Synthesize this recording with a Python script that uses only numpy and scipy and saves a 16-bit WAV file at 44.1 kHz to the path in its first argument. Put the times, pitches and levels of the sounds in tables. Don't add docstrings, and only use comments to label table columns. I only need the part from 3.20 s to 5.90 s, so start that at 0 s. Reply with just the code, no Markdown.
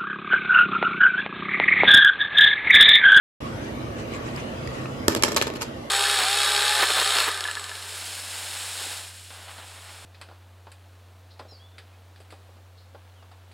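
import sys
import numpy as np
from scipy import signal
from scipy.io import wavfile
from scipy.ndimage import uniform_filter1d

SR = 44100
rng = np.random.default_rng(int(sys.argv[2]) if len(sys.argv) > 2 else 0)


def wav_out(sig):
    wavfile.write(sys.argv[1], SR, np.round(np.clip(np.atleast_2d(sig).T, -1, 1) * 32767).astype(np.int16))


def convert_level_to_amplitude(level_db):
    exponent = np.asarray(level_db, float) / 20
    return 10 ** exponent


N = 119070

# [t/s, peak level/dB, hollow body share/dB, coin brightness/dB, contact/ms]
BLOWS = [(1.8813, -5.5, -5.5, -6.5, 0.96), (1.8823, -16, -10.5, -5.5, 1.5), (1.9494, -15, -15, -9, 0.78),
         (1.9618, -25.5, 8, -14, 2.9), (1.9705, -33, -6, -6, 2.5), (1.994, -33, -2, -15, 1.3),
         (2.024, -14, -17, -10, 0.94), (2.0349, -4, -13.5, -8.5, 2.24), (2.0359, -11, -6, -8, 0.87),
         (2.0464, -15, -6, -11, 2.4), (2.081, -20, -4, -16, 0.96), (2.0858, -26, -13, -6, 2),
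         (2.111, -33.5, 9, -24, 2.2), (2.1185, -29, -3, -5, 1.6), (2.1212, -32, 1, -2.5, 0.86),
         (2.13, -31, 1, -7, 1.5), (2.1457, -28, -15, -5, 0.79), (2.1623, -17.5, -7.5, -9, 1.1),
         (2.1643, -12, -11.5, -9, 1.2), (2.1675, -16.5, -33, -3, 1.6), (2.1722, -9, -19, -15, 1.35),
         (2.214, -10, -14, -18, 0.83), (2.2216, -14.5, -9, -12, 2.4), (2.224, -15, -27, -12, 1.3),
         (2.269, -20.5, -4.5, -26, 1.8), (2.3012, -27.5, -0.5, -26, 0.81), (2.337, -33, -2, -13, 1.9),
         (2.358, -28, -7, -40, 1.8), (2.369, -30.5, -17, -19, 1.5), (2.4127, -25, -14, -13, 2.8),
         (2.4197, -26.5, -23, -2, 2.6), (2.4275, -23, -15, -13, 2.8)]
# [centre t/s, level/dB, width/s]
RATTLES = [(1.9, -37, 0.0069), (1.925, -29.5, 0.0087), (1.968, -29, 0.007), (2.052, -38, 0.0076),
           (2.088, -29, 0.005), (2.118, -29.5, 0.009), (2.18, -21, 0.0045), (2.232, -51, 0.01),
           (2.275, -31.5, 0.0071), (2.36, -35, 0.0063), (2.424, -26.5, 0.011)]
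# [t/s, peak level/dB, low ring f/Hz, high ring f/Hz, high ring level/dB]
TOUCHES = [
    (.936, -35, 2150, 7000, -8),
    (1.1615, -34, 4500, 7700, -5),
    (1.4738, -27, 1960, 4600, -4),
    (1.656, -27, 1100, 2400, 0),
]
# [f/Hz, level/dB, t60/s]
BODY = [(262, -2, 0.043), (328, -1, 0.032), (425, 2, 0.022), (577, -1, 0.029)]
# [f/Hz, level/dB, t60/s]
WALL = [(899, -0.5, 0.03), (1059, -1, 0.018), (1226, -0.5, 0.015), (1476, -7, 0.023), (1738, -5, 0.038),
        (2130, -6, 0.015), (2440, 1.5, 0.01), (2820, -3, 0.017), (3270, -4, 0.013), (3780, -5.5, 0.016),
        (4180, -0.5, 0.013)]
# [f/Hz, level/dB, t60/s]
COIN = [(4970, -1.5, 0.0091), (5050, 1.5, 0.0054), (6390, -9, 0.011), (6560, -4, 0.0053), (7240, 3, 0.0045),
        (7570, -10.5, 0.014), (7830, 0.5, 0.0049), (10640, -11, 0.02), (12350, -6, 0.0057)]
# [f/Hz, level/dB]
SHELL = [(480, 1.5), (720, -4), (1050, 0), (2200, 0.5), (5200, 0), (7800, -1), (9500, -3.5), (12000, 1.5)]
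# [f/Hz, t60/s]
ROOM = [(200, 0.3), (600, 0.67), (1500, 0.35), (4000, 0.34), (8000, 0.2), (13000, 0.17)]
# [f/Hz, level per Hz/dB]
HUM = [(15, -58), (25, -96), (55, -6.5), (124, 6.5), (170, -10), (237, 0.5), (275, -10.5), (320, -4),
       (900, -13.5), (1170, -50), (1980, -120)]
# [f/Hz, level per Hz/dB]
HISS = [(800, -7.5), (1500, -13), (2900, -17.5), (4000, -24), (6000, -28.5), (9000, -34.5), (12500, -35),
        (13300, -37)]
# [f/Hz, width/Hz, level/dB]
TONES = [(65, 4.7, 3), (115, 42, -2.5), (249.4, 7.6, 7), (302, 5.7, 5.5), (532, 26, 4.5), (606.7, 6.3, 5),
         (655.2, 7.2, 10), (1123, 7.1, 10.5), (2090, 48, 1.5)]
# [f/Hz, level per Hz/dB]
CLOTH = [(900, 7), (2000, 11), (3000, 10), (5000, 0), (7500, 1), (12000, -15), (15000, -19)]
# [centre t/s, level/dB, width/s]
RUSTLES = [
    (.27, -42.5, 0.016),
    (.45, -46.5, 0.045),
    (.8, -42.5, 0.019),
    (.95, -39.5, 0.021),
    (1.07, -42.5, 0.027),
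    (1.19, -40.5, 0.038),
    (1.5, -51, 0.18),
    (1.59, -46.5, 0.047),
]
# [f/Hz, correlation]
LIKENESS = [(60, 1), (130, 0.95), (280, 0.93), (620, 0.22), (1340, 0.19), (2910, 0.08), (6330, 0.36),
            (13800, -0.049)]
# [f/Hz, level/dB]
LEAN = [(60, -4), (110, 1.5), (200, -1.5), (370, -3.5), (670, -4), (1230, 3), (2250, 0.5), (4110, -1),
        (7520, 2), (13800, -3.5)]
# [f/Hz, phase/rad]
LEAD = [(0, 1), (520, -0.44), (780, 3.5), (2410, 2.5), (3010, 6), (3960, 0.5), (5170, 8.5), (6370, 20.5),
        (7490, 30.5), (9130, 23.5), (9990, 49.5), (10900, 36.5), (12900, 47), (14000, 42)]

BODY_DB, WALL_DB, COIN_DB, CRACK_DB, CHATTER_DB = 8, -7, 4.5, -0.5, -9
SCATTER_DB, DETUNE = 2.2, .02
CRACK_TOP_HZ, TREBLE_RIGHT_DB = 7600, 5
RATTLE_PER_S, RATTLE_SPREAD_DB, RATTLE_COIN_DB, RATTLE_BODY_DB = 1100, 4.5, 2, -8.5
TOUCH_T60_S, TOUCH_TICK_DB, TICK_REACH = .016, 0, 1.6
THUD_HZ, THUD_DB, THUD_T60_S = 82, -18, 0.065
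LOW_CUT_HZ, RIGHT_LAG_S, RIGHT_DB = 342, .00011, 0.5
ROOM_DB, PREDELAY_S, SHARED_BELOW_HZ = -12, .009, 450
HUM_DB, HISS_DB, SPLIT_HZ = -32.5, -40.5, 900
KNEE_DB, SHARE, FAST_DB_PER_S = -17, .25, 600
SLOW_KNEE_DB, SLOW_SHARE, SLOW_DB_PER_S, SLOW_FALL_S = -21, 0.72, -4, 0.46
BASS_SHARE, CEILING, EDGE_HZ = 1, .97, 13000
START_S, FADE_IN_S = 0.2037, .003


def clack(peak_db, body_db, bright_db, contact_ms):
    t = np.arange(4096) / SR
    u = t[:800] * 1000 / max(contact_ms, .2)
    noise = rng.standard_normal((4, 800))

    clicks = np.sign(noise[0]) * (rng.random(800) < .08)
    chatter = clicks * u * np.exp(-u ** 2)
    chatter *= convert_level_to_amplitude(CHATTER_DB + 2.0 * (contact_ms + 0.5)) / (np.linalg.norm(chatter) + 1e-9)
    chatter[10] = 1
    chatter /= np.linalg.norm(chatter)

    hard_parts = convert_level_to_amplitude(WALL_DB) * ring(WALL, t) + convert_level_to_amplitude(COIN_DB + bright_db) * ring(COIN, t)
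    out = signal.fftconvolve(hard_parts, chatter[None], axes=1)[:, :4096]
    body_onset = np.minimum(t * 1000 / contact_ms, 1)
    out += convert_level_to_amplitude(BODY_DB + body_db) * ring(BODY, t) * body_onset

    crack_shape = np.minimum(u / 0.21, 1) * np.exp(-(u / 2.48) ** 1.3)
    crack = (noise[1:3] + 0.32 * noise[3]) * crack_shape
    dull = signal.lfilter([.4], [1, -.6], crack)
    treble = signal.butter(1, [CRACK_TOP_HZ / 1.84, CRACK_TOP_HZ], "band", fs=SR, output="sos")
    bright = signal.sosfilt(treble, crack) * convert_level_to_amplitude([[-TREBLE_RIGHT_DB], [TREBLE_RIGHT_DB]])
    out[:, :800] += convert_level_to_amplitude(CRACK_DB) * (dull + convert_level_to_amplitude(bright_db + 2.5) * bright)
    return convert_level_to_amplitude(peak_db) * out


def ring(modes, t):
    hz, db, t60 = np.transpose(modes)[:, :, None]
    chance = rng.standard_normal((3, len(modes), 1))
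    turn = 2 * np.pi * rng.random((2, len(modes), 1))
    hz = hz * (1 + DETUNE * chance[2])
    strength_db = db + SCATTER_DB * (chance[2] + 0.3 * chance[:2])
    phase = turn * np.clip(hz / 3500, 0, 1)
    partials = convert_level_to_amplitude(strength_db - 60 * t / t60) * np.sin(2 * np.pi * hz * t + phase)
    return partials.sum(1)


def rattle():
    contact_db = RATTLE_SPREAD_DB * np.minimum(rng.exponential(1, N), 3)
    contacts = convert_level_to_amplitude(contact_db) * (rng.random(N) < RATTLE_PER_S / SR)
    patch, t = rng.integers(0, 8, N), np.arange(1024) / SR
    out = np.zeros((2, N))
    for k in range(8):
        tone = ring(WALL, t) + convert_level_to_amplitude(RATTLE_COIN_DB) * ring(COIN, t) + convert_level_to_amplitude(RATTLE_BODY_DB) * ring(BODY, t)
        out += signal.oaconvolve((contacts * (patch == k))[None], tone)[:, :N]
    return swells(RATTLES) * evened(out)


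def touch(peak_db, low_hz, high_hz, high_db):
    t = np.arange(4096) / SR
    modes = []
    for hz, db in [(low_hz, 0), (high_hz, high_db)]:
        modes += [(hz, db, TOUCH_T60_S), (hz * 1.08, db, TOUCH_T60_S)]
    tick = convert_level_to_amplitude(TOUCH_TICK_DB - 60 * t / TOUCH_T60_S) * rng.standard_normal((2, 4096))
    tick = signal.sosfilt(signal.butter(2, TICK_REACH * high_hz, fs=SR, output="sos"), tick)
    onset = np.minimum(t * 1000, 1)
    return convert_level_to_amplitude(peak_db) * (ring(modes, t) + tick) * onset


def thud():
    t = np.maximum(np.arange(N) / SR - BLOWS[0][0], 0)
    return convert_level_to_amplitude(THUD_DB - 60 * t / THUD_T60_S) * np.sin(2 * np.pi * THUD_HZ * t)


def shell(x):
    hz = np.fft.rfftfreq(2048, 1 / SR)
    log_gain = np.log(convert_level_to_amplitude(read(SHELL, hz)))
    log_gain = np.concatenate([log_gain, log_gain[-2:0:-1]])
    response = np.exp(np.conj(signal.hilbert(log_gain)))
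    taps = np.fft.ifft(response).real[:1024]
    return signal.oaconvolve(x, taps[None, None], axes=2)[:, :, :N]


def room(x):
    taps = np.zeros((2, SR // 2))
    at = np.arange(0, SR // 2 - 20, 20) + rng.integers(0, 20, (2, (SR // 2 - 1) // 20))
    np.put_along_axis(taps, at, rng.choice([-1., 1.], at.shape), axis=1)
    hz, t, z = signal.stft(taps, SR, nperseg=256)
    z = np.where(hz[:, None] < SHARED_BELOW_HZ, z[:1] + 0.36 * z[::-1], z)
    decay = convert_level_to_amplitude(-60 * t / read(ROOM, hz)[:, None])
    tail = signal.istft(z * decay, SR, nperseg=256)[1]
    tail *= np.minimum(np.arange(tail.shape[1]) / SR / PREDELAY_S, 1) ** 2
    return signal.fftconvolve(x, tail / np.linalg.norm(tail[0]), axes=1)[:, :N]


def background():
    hum = convert_level_to_amplitude(HUM_DB) * air(HUM, 0.63, high_hz=SPLIT_HZ, size=2048)
    hiss = convert_level_to_amplitude(HISS_DB) * air(HISS, 2.94, low_hz=SPLIT_HZ, size=2048)
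    rustle = swells(RUSTLES) * air(CLOTH, 3.4, size=256)
    return hum + hiss + rustle


def air(spectrum, patchy_db, low_hz=0., high_hz=30000., size=1024):
    frames, hz = 4 * N // size + 5, np.fft.rfftfreq(size, 1 / SR)
    a, b, c, d, patches = rng.standard_normal((frames, len(hz), 5)).T
    patches = uniform_filter1d(patches, size=10, axis=0)
    patches = evened(uniform_filter1d(patches, size=10, axis=1))

    same = np.clip(read(LIKENESS, hz), -1, 1)[:, None]
    left = a + 1j * b
    right = same * left + np.sqrt(1 - same ** 2) * (c + 1j * d)
    right = right * np.exp(-1j * read(LEAD, hz))[:, None]
    lean = convert_level_to_amplitude(read(LEAN, hz) / 2)[:, None]

    level_db = read(spectrum, hz)
    for tone_hz, width, db in TONES:
        level_db = level_db + db / (1 + ((hz - tone_hz) / width) ** 2)
    inside = ((hz >= low_hz) & (hz < high_hz))[:, None]
    z = np.array([left * lean, right / lean]) * convert_level_to_amplitude(level_db[:, None] + patchy_db * patches) * inside
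    return evened(signal.istft(z, nperseg=size, noverlap=size * 3 // 4)[1][:, :N])


def swells(rows):
    t = np.arange(N) / SR
    return sum(convert_level_to_amplitude(db) * np.exp(-.5 * ((t - s) / width) ** 2) for s, db, width in rows)


def read(points, hz):
    f, value = np.transpose(points)
    return np.interp(np.log(hz + 1), np.log(f + 1), value)


def evened(x):
    return x / np.sqrt(np.mean(x ** 2) + 1e-20)


def scene():
    coin = np.zeros((3, 2, N + 5000))
    sounds = [(s, touch(*tap)) for s, *tap in TOUCHES]
    sounds += [(s, clack(*blow)) for s, *blow in BLOWS]
    for k, (s, sound) in enumerate(sounds):
        start = round(s * SR)
        coin[k % 3, :, start:start + 4096] += sound
    coin[0, :, :N] += rattle()

    coin = shell(coin) * convert_level_to_amplitude([[-RIGHT_DB / 2], [RIGHT_DB / 2]])
    coin[:, 1] = np.roll(coin[:, 1], round(RIGHT_LAG_S * SR), axis=1)
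    coin = signal.sosfilt(signal.butter(3, LOW_CUT_HZ, "high", fs=SR, output="sos"), coin)
    reverb = convert_level_to_amplitude(ROOM_DB) * sum(room(group) for group in coin)
    return coin.sum(0) + reverb + thud() + background()


def excess(x, knee_db, db_per_s, size):
    power_db = 10 * np.log10(abs(uniform_filter1d((x ** 2).mean(0), size)) + 1e-12)
    fall = np.arange(N) * db_per_s / SR
    held_db = np.maximum.accumulate(power_db + fall) - fall
    return np.maximum(held_db - knee_db, 0)


def low_pass(x):
    return signal.sosfilt(signal.butter(12, 14360, fs=SR, output="sos"), x)


def record(dry):
    quick = uniform_filter1d(excess(dry, KNEE_DB, FAST_DB_PER_S, size=128), size=200, origin=99)
    r = np.exp(-1 / (SLOW_FALL_S * SR))
    slow = signal.lfilter([1 - r], [1, -r], excess(dry, SLOW_KNEE_DB, SLOW_DB_PER_S, size=4096))
    bass = signal.sosfilt(signal.butter(1, 220, fs=SR, output="sos"), dry)
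    ducked = dry - bass + bass / convert_level_to_amplitude(BASS_SHARE * slow)
    x = ducked / convert_level_to_amplitude(SHARE * quick + SLOW_SHARE * slow)
    x = CEILING * np.tanh(x / CEILING)
    band_limit = signal.firwin(101, EDGE_HZ, window=("kaiser", 8), fs=SR)
    x = signal.oaconvolve(x, band_limit[None], "same")
    mix = x * np.clip((np.arange(N) / SR - START_S) / FADE_IN_S, 0, 1)
    return low_pass(mix)


dry = scene()
out = record(dry)
wav_out(out)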